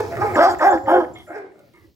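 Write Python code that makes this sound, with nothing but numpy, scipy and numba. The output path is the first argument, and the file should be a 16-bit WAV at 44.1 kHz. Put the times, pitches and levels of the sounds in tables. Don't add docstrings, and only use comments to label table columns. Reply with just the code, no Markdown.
import sys
import numpy as np
from scipy import signal
from scipy.io import wavfile
from scipy.ndimage import uniform_filter1d
from numba import njit

SR = 44100
rng = np.random.default_rng(int(sys.argv[2]) if len(sys.argv) > 2 else 0)


def gain_from_decibels(decibels):
    exponent = np.asarray(decibels, float) / 20
    return 10 ** exponent


def int16_out(signal):
    q = np.round(np.clip(np.atleast_2d(signal).T, -1, 1) * 32767)
    wavfile.write(sys.argv[1], SR, q.astype(np.int16))


N = 85995


def unit(x):
    return x / np.sqrt(np.mean(x ** 2) + 1e-30)


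@njit
def svf(x, hz, width):
    y, b, l = np.empty(len(x)), 0., 0.
    for i in range(len(x)):
        g, k = np.tan(np.pi * hz[i] / SR), width / hz[i]
        v = (b + g * (x[i] - l)) / (1 + g * (g + k))
        b, l, y[i] = 2 * v - b, l + 2 * g * v, k * v
    return y


def band(x, hz, width):
    return svf(x + 1e-18, np.clip(hz + np.zeros(N), 20, .45 * SR), float(width))


def steep(x, hz, width):
    return band(band(x, hz, width), hz, 2 * width)


def filtered(x, order, hz, kind):
    return signal.sosfilt(signal.butter(order, hz, kind, fs=SR, output="sos"), x)


def curve(table, axis, edge=None):
    rows = np.array(table, float)
    return np.interp(np.arange(N) / SR, rows[:, 0], rows[:, axis], edge, edge)


def walk(rate_hz):
    k = int(SR / rate_hz)
    steps = np.repeat(rng.standard_normal(N // k + 1), k)
    return unit(uniform_filter1d(uniform_filter1d(steps, k), k)[:N])


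# frequency in Hz, density in dB per Hz.
FLOOR = [(15, -41), (25, -25.5), (92, 3), (212, -7.5), (335, -2.5), (624, -33.5), (3620, -29.5),
         (5280, -32), (16000, -41.5)]
# time in seconds, level in dB.
FLOOR_DB = [(0, -40), (.3, -39), (1.0, -47), (1.4, -53), (1.5, -55.5), (1.68, -54), (1.76, -55),
            (1.89, -55.5), (1.95, -70)]
# time in seconds, level in dB.
HISS = [(0, -59), (.025, -61), (.3, -54), (1.0, -68.5), (1.38, -77), (1.45, -96), (1.6, -72.5), (1.88, -71),
        (1.95, -74)]


def floor():
    air, rows = 0, np.array(FLOOR)
    opposite = np.array([[1], [-1]])
    for hz in 30 * 2 ** np.arange(0, 9.2, .5):
        mid, side = (unit(band(band(rng.standard_normal(N), hz, hz / 1.2), hz, hz / 2.4)) for _ in range(2))
        density_db = np.interp(np.log(hz), np.log(rows[:, 0]), rows[:, 1])
        db = density_db + 10 * np.log10(hz) + 5.1 * walk(8.54)
        air = air + gain_from_decibels(db) * (mid + 0.54 * side * opposite)
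    noise = rng.standard_normal((2, N))
    mid, side = (unit(band(v, 4700, 2500) + band(v, 16000, 9000)) for v in noise)
    hiss = gain_from_decibels(curve(HISS, axis=1) + 1.2 * walk(23)) * (mid + 0.19 * side * opposite)
    return unit(air) * gain_from_decibels(curve(FLOOR_DB, axis=1)) + hiss


def walls(x):
    bass_t60_s, treble_t60_s, treble_db = 0.5, .35, 3.5
    bass_width, treble_width = 0.31, 1
    age = np.arange(SR)[None] / SR
    noise = rng.standard_normal((2, SR))
    low = filtered(noise, 2, 1000, "low")

    def fade(t60_s):
        return np.minimum(age / 0.002, 1) * np.exp(-np.log(1000) * age / t60_s)

    bass = 2 * low * fade(bass_t60_s)
    treble = gain_from_decibels(treble_db) * (noise - low) * fade(treble_t60_s)
    mid = bass[0] + treble[0]
    side = bass_width * bass[1] + treble_width * treble[1]
    echo = np.array([mid + side, mid - side])
    return signal.fftconvolve(x[None], echo / np.sqrt(np.sum(mid ** 2)), axes=1)[:, :N]


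# frequency in Hz, t60 in seconds, level in dB.
CELL = [(443.4, 0.19, -24), (522, 0.16, -15), (620, 0.26, -19), (820, 0.26, -13)]


def cell_modes(x):
    return sum(gain_from_decibels(db + 18) * band(x, hz, np.log(1000) / np.pi / t60_s) for hz, t60_s, db in CELL)


# time in seconds, level in dB, pitch in Hz, mouth resonance in Hz, chest in dB.
FAR_0 = [(0, -16, 423, 870, 3.5), (.022, -36.5, 422, 820, 6.5), (.045, -32, 453.2, 950, 0.5),
         (.1, -39, 321.8, 665, -6), (.125, -27.5, 331.2, 713, -8.5), (.155, -38.5, 330.9, 637, -6)]
FAR_1 = [(0.17, -28.5, 441.6, 660, -1), (0.198, -31.5, 343.9, 660, 12.5), (0.221, -15.5, 404.5, 788, -17),
         (0.257, -25.5, 450.5, 820, 11), (0.266, -19, 408.3, 750, -7.5), (0.31, -30.5, 365.4, 797, 7),
         (0.351, -23.5, 358, 700, -12)]
FAR_2 = [(1.273, -44, 270.7, 520, -15.5), (1.303, -36, 326.6, 633.4, 7), (1.331, -36, 387, 770, -14.5),
         (1.363, -29.5, 407, 731, 0), (1.418, -43.5, 386.1, 743, 6), (1.466, -50.5, 372.4, 800, 5.5),
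         (1.52, -54.5, 358.2, 681, -2)]
FAR_3 = [(1.539, -54.5, 309.8, 620, 0.5), (1.6, -52.5, 289.3, 590, -9), (1.688, -56.5, 269.4, 530, -0.5)]


def neighbours():
    return dog([FAR_0, FAR_1, FAR_2, FAR_3], sub=(0.052, 0.191, 0.12, 0.37), jitter=0.024, shimmer_db=5.0,
               rough=(0.94, 0.95, 1.0, .2), breath_db=(3, -0.5, -1, -6.5), bright_db=(4, 21, 23, 8),
               second_db=(-9, -13.5, -8, -8), tooth_hz=(2300, 2290, 2130, 2200),
               tooth_db=(-18, -24.5, -16, -14.5))


# time in seconds, peak in dB.
CLAWS = [(.004, -35.5), (.124, -49), (0.17, -45), (0.588, -42.5), (1.186, -50), (1.382, -55), (1.592, -55),
         (1.736, -60.5), (1.755, -58.5), (1.774, -62)]


def claws():
    t, level = np.arange(N) / SR, 0
    for s, db in CLAWS:
        level = level + gain_from_decibels(db + 6) * (t > s) * np.exp(-np.clip(t - s, 0, None) / 0.0044)
    return band(rng.standard_normal(N) * level, 2000, 3500)


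# time in seconds, peak in dB.
TAGS = [(0.3439, -36.5), (0.5853, -42.5), (0.707, -36.5), (0.7814, -44), (0.835, -47), (1.0564, -62),
        (1.1357, -48), (1.2725, -51)]


def tags():
    mode_hz, pair_hz, attack_s, t60_s = 7240, 7260, 0.0021, 0.073
    t, out = np.arange(N) / SR, 0
    for (s, db), turn in zip(TAGS, rng.random((len(TAGS), 2))):
        age = np.clip(t - s, 0, None)
        fade = (1 - np.exp(-age / attack_s)) * np.exp(-np.log(1000) * age / t60_s)
        ring = np.sin(2 * np.pi * (mode_hz * age + turn[0]))
        ring = ring + 0.5 * np.sin(2 * np.pi * (pair_hz * age + turn[1]))
        out = out + gain_from_decibels(db) * fade * ring
    return out


# start in seconds, length in seconds, top resonance in Hz, sag as a share, whistle in dB.
PANTS = [
    (1.143, 0.11, 2140, 0.012, 7.5),
    (1.73, 0.12, 2187, 0.1, -26.5),
    (1.838, 0.0687, 2030, 0.077, -12.5),
]
# level in dB, chest in dB.
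PANT_DB = [(-38.5, -1), (-47, 7.5), (-56.5, 10)]
# frequency as a share of the top resonance, width in Hz, level in dB.
PANT_SHAPE = [(0.459, 70, -2), (.57, 121.6, 1.5), (.85, 151, -2), (1, 91.7, 7)]


def pants():
    t, out = np.arange(N) / SR, 0
    air = rng.standard_normal(N) * gain_from_decibels(3.8 * walk(60))
    for (s, length_s, top_hz, sag, whistle_db), (db, chest_db) in zip(PANTS, PANT_DB):
        part = np.clip((t - s) / length_s, 0, 1)
        shape = PANT_SHAPE + [(1.554, 260.0, whistle_db), (0.16, 50.5, chest_db)]
        hz = top_hz * (1 - sag * part)
        puff = sum(gain_from_decibels(d) * unit(steep(air, share * hz, width)) for share, width, d in shape)
        swell = np.minimum(part / 0.17, 1) ** 2 * (1 - part) ** 0.89
        out = out + gain_from_decibels(db) * swell * unit(puff)
    return out


# time in seconds, pitch in Hz, level in dB.
GROWL = [(0, 103.8, -42), (.09, 99, -41), (.125, 102, -52), (.24, 105, -36), (.31, 103, -35.5),
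         (.34, 102.9, -28.5), (.37, 95.6, -42.5)]
RUMBLE = [(0.801, 101, -64), (0.849, 107.9, -41), (0.886, 123.7, -47)]
SIDE_TONE = [(.7, 620, -28), (.725, 600, -27), (.745, 534.7, -21), (.8, 546.7, -46), (.86, 546.4, -39.5),
             (0.89, 519, -23.5), (.965, 520.5, -17.5), (1.0, 509, -27), (1.03, 512.3, -38.5),
             (1.12, 514.6, -41)]


def growl():
    out = 0
    for table in (GROWL, RUMBLE, SIDE_TONE):
        hz = curve(table, axis=1) * (1 + 0.021 * walk(31.7))
        phase = 2 * np.pi * np.cumsum(hz) / SR
        level = uniform_filter1d(gain_from_decibels(curve(table, axis=2, edge=-120.) + 3.2 * walk(45)), size=400)
        out = out + level * (np.sqrt(2) * np.sin(phase) + .08 * np.sin(2 * phase))
    return out


@njit
def folds(hz, sub, stretch, size):
    pulses, phase, p, k = np.zeros(len(hz) + 1), np.empty(len(hz)), 0., 0
    for i in range(len(hz)):
        step = hz[i] * stretch[k] / SR
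        p += step
        if p >= 1:
            p, k = p - 1, k + 1
            s = size[k] * (1 - sub[i] * (k % 2))
            pulses[i] += s * p / step
            pulses[i + 1] += s * (1 - p / step)
        phase[i] = p
    return pulses[:-1], phase


# frequency in Hz, width in Hz, level in dB.
THROAT = [(600, 78, -5), (951, 285, -13.5), (1214, 112, -11), (1940, 234, -22), (2116, 45, -24.5),
          (2282, 67, -29)]
# frequency in Hz, width in Hz, level in dB.
BREATH = [(5070, 1200, -31), (6700, 1100, -43), (11400, 6400, -44)]


def dog(calls, sub, jitter, shimmer_db, rough, breath_db, bright_db, second_db, tooth_hz, tooth_db):
    rows = [r for call in calls for r in call]
    effort = uniform_filter1d(sum(gain_from_decibels(curve(c, axis=1, edge=-120.)) for c in calls), size=130)

    def each(values):
        return sum(v * (curve(c, axis=2, edge=0.) > 0) for c, v in zip(calls, values))

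    pitch_hz, mouth_hz, chest_db = (curve(rows, axis=k) for k in (2, 3, 4))
    chance = rng.standard_normal((N // 40, 2)).T
    stretch = np.clip(1 + jitter * chance[0], .5, 2)
    wavering_hz = pitch_hz * (1 + .015 * walk(60))
    pulses, phase = folds(wavering_hz, np.clip(each(sub), 0, 1), stretch, gain_from_decibels(shimmer_db * chance[1]))
    puff = np.exp(-phase / 1.2) * rng.standard_normal(N)
    source = unit(band(pulses, 450, 1400)) + each(rough) * unit(band(puff, 900, 1600))

    voice = steep(source, mouth_hz, 162) + gain_from_decibels(chest_db) * steep(source, pitch_hz, 161)
    second = steep(source, 1602 + (mouth_hz - 760), 180)
    voice = voice - gain_from_decibels(each(second_db) + 3.5 * walk(23.14)) * second
    bright = each(bright_db)
    for hz, width, db in THROAT:
        lift_db = bright * np.clip((hz - 1500) / 700, 0, 1)
        voice = voice + gain_from_decibels(db + 4.65 * walk(25) + lift_db) * steep(source, hz, width)
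    voice = filtered(filtered(voice, 4, 212, "high"), 6, 2290, "low")

    hiss = (0.44 + np.exp(-phase / 0.25)) * rng.standard_normal(N)
    teeth = 0
    for hz, width, db in BREATH:
        jet = unit(steep(hiss, hz * (1 + .03 * walk(15)), width))
        teeth = teeth + gain_from_decibels(db + each(breath_db) + 4.2 * walk(40)) * jet
    tooth = unit(steep(hiss, np.maximum(each(tooth_hz), 1800), 270))
    teeth = teeth + gain_from_decibels(each(tooth_db) + 1.5 * walk(40)) * tooth
    return effort * unit(voice) + uniform_filter1d(effort, size=900) * teeth


# time in seconds, level in dB, pitch in Hz, mouth resonance in Hz, chest in dB.
BARK_1 = [(.36, -12, 317.4, 683, -3), (.368, -11.5, 319.2, 696, -4.5), (.382, -8.5, 259.9, 733, -6.5),
          (.402, -9.5, 306, 680, -6.5), (.425, -7, 364.1, 764, -13), (.445, -6, 344.5, 712, -17),
          (.482, -10.5, 396.3, 793, -10), (.503, -12, 329.1, 780, -9), (.535, -19, 358.7, 700, -1.5),
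          (.548, -29, 337.1, 657, 2.5)]
BARK_2 = [(0.6, -26, 313.6, 820, -12), (0.61, -11, 304.3, 780, -16), (0.632, -8, 322.1, 800, -11.5),
          (0.659, -7.5, 389.5, 730, -13), (0.692, -10.5, 400.5, 792, -12),
          (0.707, -13.5, 374.2, 640.4, -7.5), (0.739, -14, 341.1, 887, -4.5), (0.755, -19, 332, 812, 7.5),
          (0.776, -26, 324.3, 626, -5)]
BARK_3 = [(0.864, -32.5, 319.6, 820, 0), (0.882, -12, 290.7, 823.2, -8), (0.901, -8.5, 321.3, 827, -6),
          (0.931, -10, 356.4, 701, -5), (0.964, -10.5, 360.7, 722.7, -1.5), (0.994, -20, 353.2, 803, 6.5),
          (1.01, -15, 319.9, 825, -8.5), (1.023, -22.5, 311.3, 798, 2), (1.045, -25, 387.8, 755, -7.5)]


def big_dog():
    return dog([BARK_1, BARK_2, BARK_3], sub=(.15, .35, .3), jitter=.03, shimmer_db=3.0,
               rough=(.55, .6, .45), breath_db=(.7, .7, -3), bright_db=(.1, .1, .1),
               second_db=(-12, -9, -13), tooth_hz=(3400, 3450, 3150), tooth_db=(-33, -34, -30))


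def scene():
    port_lag_s, port_top_hz, balance_db = 0.00012, 5260, -0.64
    near_wet_db, far_wet_db = -15, -8
    near, far = big_dog(), neighbours()
    small = tags() + pants() + claws()
    direct = 0.81 * near + 0.68 * far + cell_modes(near + far) + small + growl()
    room = walls(gain_from_decibels(near_wet_db) * near + 0.21 * small + gain_from_decibels(far_wet_db) * far)
    low = signal.sosfiltfilt(signal.butter(4, port_top_hz, fs=SR, output="sos"), direct)
    late = direct - low + np.interp(np.arange(N) - port_lag_s * SR, np.arange(N), low)
    balance = gain_from_decibels(np.array([[balance_db / 2], [-balance_db / 2]]))
    return (np.array([late, direct]) + room) * balance + floor()


def low_pass(x):
    return signal.sosfilt(signal.butter(12, 15810, fs=SR, output="sos"), x)


def record(dry):
    mix = np.tanh(0.96 * dry) / 0.84
    return low_pass(mix)


dry = scene()
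out = record(dry)
int16_out(out)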